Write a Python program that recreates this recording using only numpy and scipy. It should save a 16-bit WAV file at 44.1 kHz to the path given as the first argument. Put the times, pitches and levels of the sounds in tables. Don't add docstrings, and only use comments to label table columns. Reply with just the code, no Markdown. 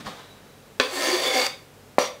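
import sys
import numpy as np
from scipy import signal
from scipy.fft import rfft, irfft
from scipy.io import wavfile
from scipy.ndimage import uniform_filter1d, map_coordinates

SR = 44100
rng = np.random.default_rng(int(sys.argv[2]) if len(sys.argv) > 2 else 0)


def transcribe(u):
    v = np.clip(np.atleast_2d(u).T, -1, 1)
    q = np.round(v * 32767).astype(np.int16)
    wavfile.write(sys.argv[1], SR, q)


def decibels_to_gain(level_db):
    exponent = np.asarray(level_db, float) / 20
    return 10 ** exponent


N = 97020

# time in seconds, drag level in dB, brightness in dB.
STROKE = [
    (0.799, -26, -5),
    (.9, -34, -2),
    (0.959, -28.5, 0),
    (1.04, -25.5, 2.5),
    (1.148, -30.5, 6),
    (1.2, -25.5, -0.5),
    (1.33, -27, 0.5),
    (1.385, -26.5, 3),
    (1.471, -35, 10),
]
# time in seconds, drag level in dB, brightness in dB.
SKID = [
    (1.984, -31, 4),
    (2.01, -31, 3.5),
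    (2.04, -33, 5),
    (2.067, -33.5, 3),
    (2.092, -49, 10),
]
# pitch in Hz, width in Hz, level in dB, loudest moment in seconds, loss away from it in dB.
BOARD_MODES = [(286, 29, -3, 0.973, 14), (372.7, 30, -7, 1.075, 13.5), (565, 38, -6.5, 1.307, 15.5),
               (506, 25, -14.5, 1.2, 1), (622, 69, -4.5, 1.13, 9), (775.6, 26, -2.5, 1.39, 10.5),
               (1045, 28, -5.5, 1.07, 6), (1315, 60, -11.5, 1.04, 10.5), (1820, 65, -3, 1.025, 10.5),
               (2180, 94, -5, 1.31, 8.5), (2780, 67, -14.5, 1.1, -0.5), (3492, 104, -4, 1.237, 14),
               (4546, 135, -1.5, 0.884, 9.5), (4610, 140, -5.5, 1.524, 8.5)]
# pitch in Hz, width in Hz, level in the stroke in dB, level in the skid in dB.
BLADE_MODES = [(5750, 74, -16, -6), (6450, 250, -20, -36), (6720, 260, -19.5, -16), (7600, 520, -16, -16.5),
               (8540, 110, -26, -21), (9100, 370, -19.5, -28), (9760, 110, -24.5, -17),
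               (10300, 240, -22.5, -30), (11200, 400, -31, -29), (11840, 220, -22.5, -31),
               (13500, 350, -27, -34), (15200, 400, -27, -38)]
# frequency in Hz, level in dB per Hz.
RASP_COLOUR = [(200, -48), (420, -8.5), (550, 0), (1500, -8), (2200, -6), (4500, -7), (8000, -16),
               (16000, -53)]
# time in seconds, half length in seconds, slips per second,
# level over the grit in dB, slip length in cycles.
CHATTER_RUNS = [
    (0.873, 0.19, 505, -3, 0.38),
    (0.936, 0.016, 369, 11.5, 0.69),
    (0.975, 0.022, 281, 0, 0.54),
    (1.092, 0.027, 320, 7, 0.24),
    (1.135, 0.017, 365, 15.5, 0.27),
    (1.286, 0.036, 505, 1.5, 0.34),
    (1.356, 0.013, 285, 10.5, 0.26),
    (1.384, 0.032, 256, 15, 0.059),
]

# time in seconds, level in dB, contact in ms, direction.
LANDING = [(.7989, -1, .2, -1), (.79985, -1.5, .2, 1), (.80033, -5, .16, 1), (.80055, -12, .13, 1),
           (.80068, -10, .17, -1), (.8009, -7, .2, -1), (.80108, -8, .15, 1), (.80125, -5, .2, -1),
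           (.8041, -7, .25, -1), (.8058, -11, .3, -1), (.8072, -9, .3, 1), (.8115, -10, .2, -1),
           (.81175, -11, .25, 1)]
# time in seconds, level in dB, contact in ms, direction.
KNOCK = [
    (1.9834, -2.5, .48, -1),
    (1.984, 1, .58, 1),
    (1.9841, -24, .12, 1),
    (1.9874, -10, .13, -1),
    (1.9878, -15, .07, 1),
    (1.9884, -15, .07, -1),
    (1.9892, -11, .4, 1),
]
# time in seconds, level in dB, contact in ms, direction.
RIM_EXIT = [
    (1.4567, -26, 0.038, -0.64),
    (1.4663, -7, 0.095, 0.97),
    (1.4672, -17, 0.23, -0.63),
]
# time in seconds, level in dB.
CATCHES = [(1.0225, -10), (1.0415, -13), (1.0575, -15), (1.0715, -12), (1.0915, -25), (1.1, -26),
           (1.1035, -15), (1.139, -20), (1.357, -20), (1.3775, -19), (1.431, -22), (1.447, -19),
           (1.4514, -13)]
# pitch in Hz, level in dB, t60 in seconds.
LANDING_RING = [(257, -24.5, 0.19), (413, -23, 0.11), (500.6, -24, 0.24), (1138, -15.5, 0.034),
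                (1340, -14.5, 0.057), (1730, -17, 0.045), (2520, -15, 0.03), (3150, -15, 0.02),
                (3560, -17, 0.02), (5040, -15, 0.03), (5800, -12, 0.017), ]
KNOCK_RING = [(270.5, -21.5, 0.13), (500, -11.5, 0.11), (570.6, -9.5, 0.081), (730, -20, 0.056),
              (954, -17, 0.033), (1300, -18, 0.03), (2290, -18, 0.03), (2778, -22, 0.02), (3800, -24, .02),
              ]
EXIT_RING = [(2170, 8, 0.0021), (4780, 7.5, 0.0041), (6500, -16, .004), (9100, -19, .004),
             (12300, 0, 0.0048), (14700, -3, .004)]
CATCH_RING = [(630, -13, .02), (2140, -6, 0.014), (3450, -10.5, .01), (4580, -2, 0.0087)]
# start in seconds, level in dB, t60 in seconds.
RATTLE = (.8015, -20.5, 0.042)
# frequency in Hz, level in dB per Hz.
RATTLE_COLOUR = [(120, -35), (200, -8), (867, -11), (1710, 1), (2020, -16), (3900, 0), (12200, -51),
                 (16000, -48)]

# time in seconds, level in dB, rise in seconds, fall in seconds, thud in dB.
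PLOPS = [
    (.005, -39.5, 0.0058, 0.024, 2.5),
    (.052, -55, 0.0057, 0.0053, -8),
    (0.073, -34.5, 0.017, 0.022, -2.5),
    (0.103, -46.5, 0.02, 0.15, -11),
    (.2, -51, 0.058, 0.033, -27),
    (0.302, -64, 0.12, 0.56, -5),
]
# frequency in Hz, level in dB per Hz.
PATTER_COLOUR = [(240, -35), (400, 0.5), (439, -5), (496, 2), (730, -1.5), (3990, -3.5), (16000, -27)]
# pitch in Hz, width in Hz, level in dB.
BOWL_HOLLOW = [(773, 130, -1), (1050, 280, 2), (1710, 1000, 7), (3880, 22, -6), (4400, 190, -24)]
# pitch in Hz, width in Hz, level in dB.
THUD_MODES = [(152, 50, -33), (215, 52, 2), (284, 12, -0.5), (406, 37, -2)]
# time in seconds, level in dB, contact in ms, direction.
BITS = [
    (.06, -33, .15, 1),
    (0.0681, -30, 0.18, 0.94),
    (0.0776, -28.5, 0.17, -0.94),
    (.088, -37, 0.13, 0.92),
]
# pitch in Hz, level in dB, t60 in seconds.
BIT_RING = [(190, -4, 0.095), (803, -1.5, 0.044), (945, -1, 0.051), (1087, -1, 0.037), (1790, -7, 0.024),
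            (4330, 2, .02)]
# time in seconds, pitch in Hz, level in dB, t60 in seconds.
RIM_PING = (.205, 3900, -55, 1.5)

# centre in Hz, t60 in seconds, level in dB.
ROOM = [(210, 0.3, -18.5), (522, 0.37, -10), (1250, 0.36, -7), (2270, 0.36, -5.5), (3510, 0.39, -5),
        (4750, 0.29, -8.5), (6250, 0.32, -7.5), (8350, 0.31, -4.5), (12000, 0.29, 2)]
# frequency in Hz, level in dB per Hz.
AIR_COLOUR = [(12, -29), (20, -16.5), (241, 0), (337, -6), (459, -0.5), (558, -4.5), (607, -6), (897, -10),
              (16000, -27)]
# pitch in Hz, rms level in dB.
HUM = [(49, -70), (98, -65.5), (141, -64)]

MODE_WANDER, CHATTER_WANDER = .008, .015
MODE_FLICKER_DB, BLADE_FLICKER_DB, PATCHY_DB = 2.0, 3.0, 1.5
NODE_SPACING_S = 0.59
LIFT_S = 0.0014
GRIT_DB, GRIT_GATE = 2.5, 0.82
RASP_DB, MODES_DB = -5, -4.5
BOARD_CUT_HZ, TAP_CUT_HZ = 290, 215
CLICK_DB, REBOUND_RING = 1, .2
CATCH_MS = .12
PLOP_GRAIN_DB = 2
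ROOM_GAP_S, ROOM_DRIFT_MS = 0.0084, .14
AIR_DB = -50.5
TOP_HZ = 15600


def drag(t, curve, blade_column):
    s, db, bright_db = (np.array(c) for c in zip(*curve))
    touch = np.clip((t - s[0]) / LIFT_S, 0, 1) * np.clip((s[-1] + LIFT_S - t) / LIFT_S, 0, 1)
    force = touch * decibels_to_gain(np.interp(t, s, db) + PATCHY_DB * walk(30.92))
    bright = decibels_to_gain(np.interp(t, s, bright_db))
    kicks, gate = chatter(t)
    push = (grit(GRIT_DB) * gate + 0.17 * kicks) * force

    modes = 0
    for hz, width, mode_db, loudest, loss in BOARD_MODES:
        away = np.sin(np.pi * np.clip((t - loudest) / NODE_SPACING_S, -.5, .5)) ** 2
        gain = decibels_to_gain(mode_db + MODE_FLICKER_DB * walk(20.07) - loss * away)
        if hz > 1500:
            gain = gain * bright
        modes = modes + loose_ring(push * gain, hz, width) * np.sqrt(4 * np.pi * width / SR)
    for row in BLADE_MODES:
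        hz, width = row[:2]
        gain = bright * decibels_to_gain(row[blade_column] + BLADE_FLICKER_DB * walk(8.85))
        modes = modes + loose_ring(push * gain, hz, width) * np.sqrt(4 * np.pi * width / SR)

    rasp = colour(grit(GRIT_DB) * gate * force * bright, RASP_COLOUR)
    rasp = rasp / np.std(colour(rng.standard_normal(N), RASP_COLOUR))
    return decibels_to_gain(MODES_DB) * modes + decibels_to_gain(RASP_DB) * rasp


def chatter(t):
    kicks, gate = 0, 1
    for s, half, rate, db, width in CHATTER_RUNS:
        cycle = np.cumsum(rate * (1 + CHATTER_WANDER * walk(60)) / SR) % 1
        slip = np.exp(-cycle / width)
        slip = (slip - slip.mean()) / slip.std()
        spell = np.exp(-((t - s) / half) ** 2)
        kicks = kicks + decibels_to_gain(db) * spell * slip * np.sqrt(width)
        if width < .25:
            gate = gate * np.maximum(1 + GRIT_GATE * spell * slip, .1)
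    return kicks, gate / np.sqrt(uniform_filter1d(gate ** 2, size=1024))


def grit(spread_db):
    return level(rng.standard_normal(N) * decibels_to_gain(spread_db * rng.exponential(size=N)), 0)


def loose_ring(x, hz, width):
    out, driven = np.zeros(N), np.flatnonzero(x)
    live = slice(driven[0], driven[-1] + SR // 10)
    turn = np.exp(2j * np.pi * np.cumsum(hz * (1 + MODE_WANDER * walk(14)[live])) / SR)
    decay = np.exp(-np.pi * width / SR)
    out[live] = (turn * signal.lfilter([1], [1, -decay], x[live] / turn)).imag
    return out


def walk(rate):
    k = int(SR / rate)
    steps = np.repeat(rng.standard_normal(N // k + 1), k)
    w = uniform_filter1d(uniform_filter1d(steps, k), k)[:N]
    return w / w.std()


def colour(x, points):
    hz, db = np.array(points, float).T
    f = np.fft.rfftfreq(len(x), 1 / SR) + 1
    return irfft(rfft(x) * decibels_to_gain(np.interp(np.log(f), np.log(hz), db)), len(x))


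def level(x, db):
    return x * decibels_to_gain(db) / np.sqrt(np.mean(x ** 2))


def blow(t, contacts, modes, rebound=REBOUND_RING):
    pushes = []
    for s, db, ms, sign in contacts:
        pushes.append(sign * decibels_to_gain(db) * np.exp(-.5 * ((t - s - ms / 2000) / (ms / 4000)) ** 2))
    drive = (pushes[0] + rebound * sum(pushes[1:])) / (SR * contacts[0][2] / 2000)
    rings = sum(decibels_to_gain(db) * ring(drive, hz, np.log(1000) / np.pi / t60) for hz, db, t60 in modes)
    return decibels_to_gain(CLICK_DB) * sum(pushes) - rings / 2


def ring(x, hz, width):
    p = np.exp((2j * np.pi * hz - np.pi * width) / SR)
    return signal.lfilter([1], [1, -p], x).imag


def rattle(t):
    s, db, t60 = RATTLE
    crackle = level(colour(grit(2.9), RATTLE_COLOUR), db)
    return crackle * (t > s) * decibels_to_gain(-60 * np.abs(t - s) / t60)


def food(t):
    grains = grit(PLOP_GRAIN_DB)
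    hollow = sum(decibels_to_gain(db) * ring(grains, hz, w) * np.sqrt(w) for hz, w, db in BOWL_HOLLOW)
    thud = sum(decibels_to_gain(db) * ring(grains, hz, w) * np.sqrt(w) for hz, w, db in THUD_MODES)
    patter = level(colour(grains, PATTER_COLOUR), -1.54)
    patter = patter + level(colour(hollow, [(300, -27.5), (700, -19)]), -6)
    thud = level(colour(thud, [(60, -29), (130, 13)]), 0)

    out = blow(t, BITS, BIT_RING, rebound=0.89)
    for s, db, rise, fall, thud_db in PLOPS:
        swell = np.where(t < s, np.exp(-((t - s) / rise) ** 2), np.exp(-np.abs(t - s) / fall))
        out = out + decibels_to_gain(db) * swell * (patter + decibels_to_gain(thud_db) * thud)

    s, hz, db, t60 = RIM_PING
    fade = decibels_to_gain(db - 60 * np.abs(t - s) / t60 + 2.5 * walk(37))
    return out + fade * np.sin(2 * np.pi * hz * t) * (t > s)


def room(x):
    t = np.arange(SR // 2) / SR
    tail = 0
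    for hz, t60, db in ROOM:
        band = [(row[0], -22. * (row[0] != hz)) for row in ROOM]
        noise = level(colour(rng.standard_normal(len(t)), band), 0) / np.sqrt(len(ROOM))
        tail = tail + noise * decibels_to_gain(db - 60 * t / t60) / np.sqrt(t60 * SR / 14)
    wet = signal.fftconvolve(x, tail * np.clip(t / ROOM_GAP_S, 0, 1) ** 2)[:N]
    drift = ROOM_DRIFT_MS * SR / 1000 * walk(30)
    return x + map_coordinates(wet, [np.arange(N) + drift], mode="nearest")


def kitchen_air(t):
    hum = sum(np.sqrt(2) * decibels_to_gain(db + 2.0 * walk(2.8)) * np.sin(2 * np.pi * hz * t) for hz, db in HUM)
    return level(colour(rng.standard_normal(N), AIR_COLOUR), AIR_DB) + hum


def highpass(x, order, hz):
    return signal.sosfilt(signal.butter(order, hz, "high", fs=SR, output="sos"), x)


def scene():
    t = np.arange(N) / SR
    knife = drag(t, STROKE, blade_column=2) + drag(t, SKID, blade_column=3)
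    knife = highpass(knife, 6, BOARD_CUT_HZ)
    taps = blow(t, LANDING, LANDING_RING) + rattle(t)
    taps = taps + blow(t, KNOCK, KNOCK_RING) + blow(t, RIM_EXIT, EXIT_RING)
    catches = [(s, db, CATCH_MS, 1) for s, db in CATCHES]
    taps = taps + blow(t, catches, CATCH_RING, rebound=0.78)
    taps = highpass(taps, 3, TAP_CUT_HZ)
    return (room(knife + taps + food(t)) + kitchen_air(t))[None]


def roll_off(x):
    return signal.sosfilt(signal.butter(12, 16500, fs=SR, output="sos"), x)


def record(dry):
    top_cut = signal.ellip(8, .2, 60, TOP_HZ, fs=SR, output="sos")
    mix = signal.sosfilt(top_cut, np.clip(dry, -1, 1))
    return roll_off(mix)


dry = scene()
out = record(dry)
transcribe(out)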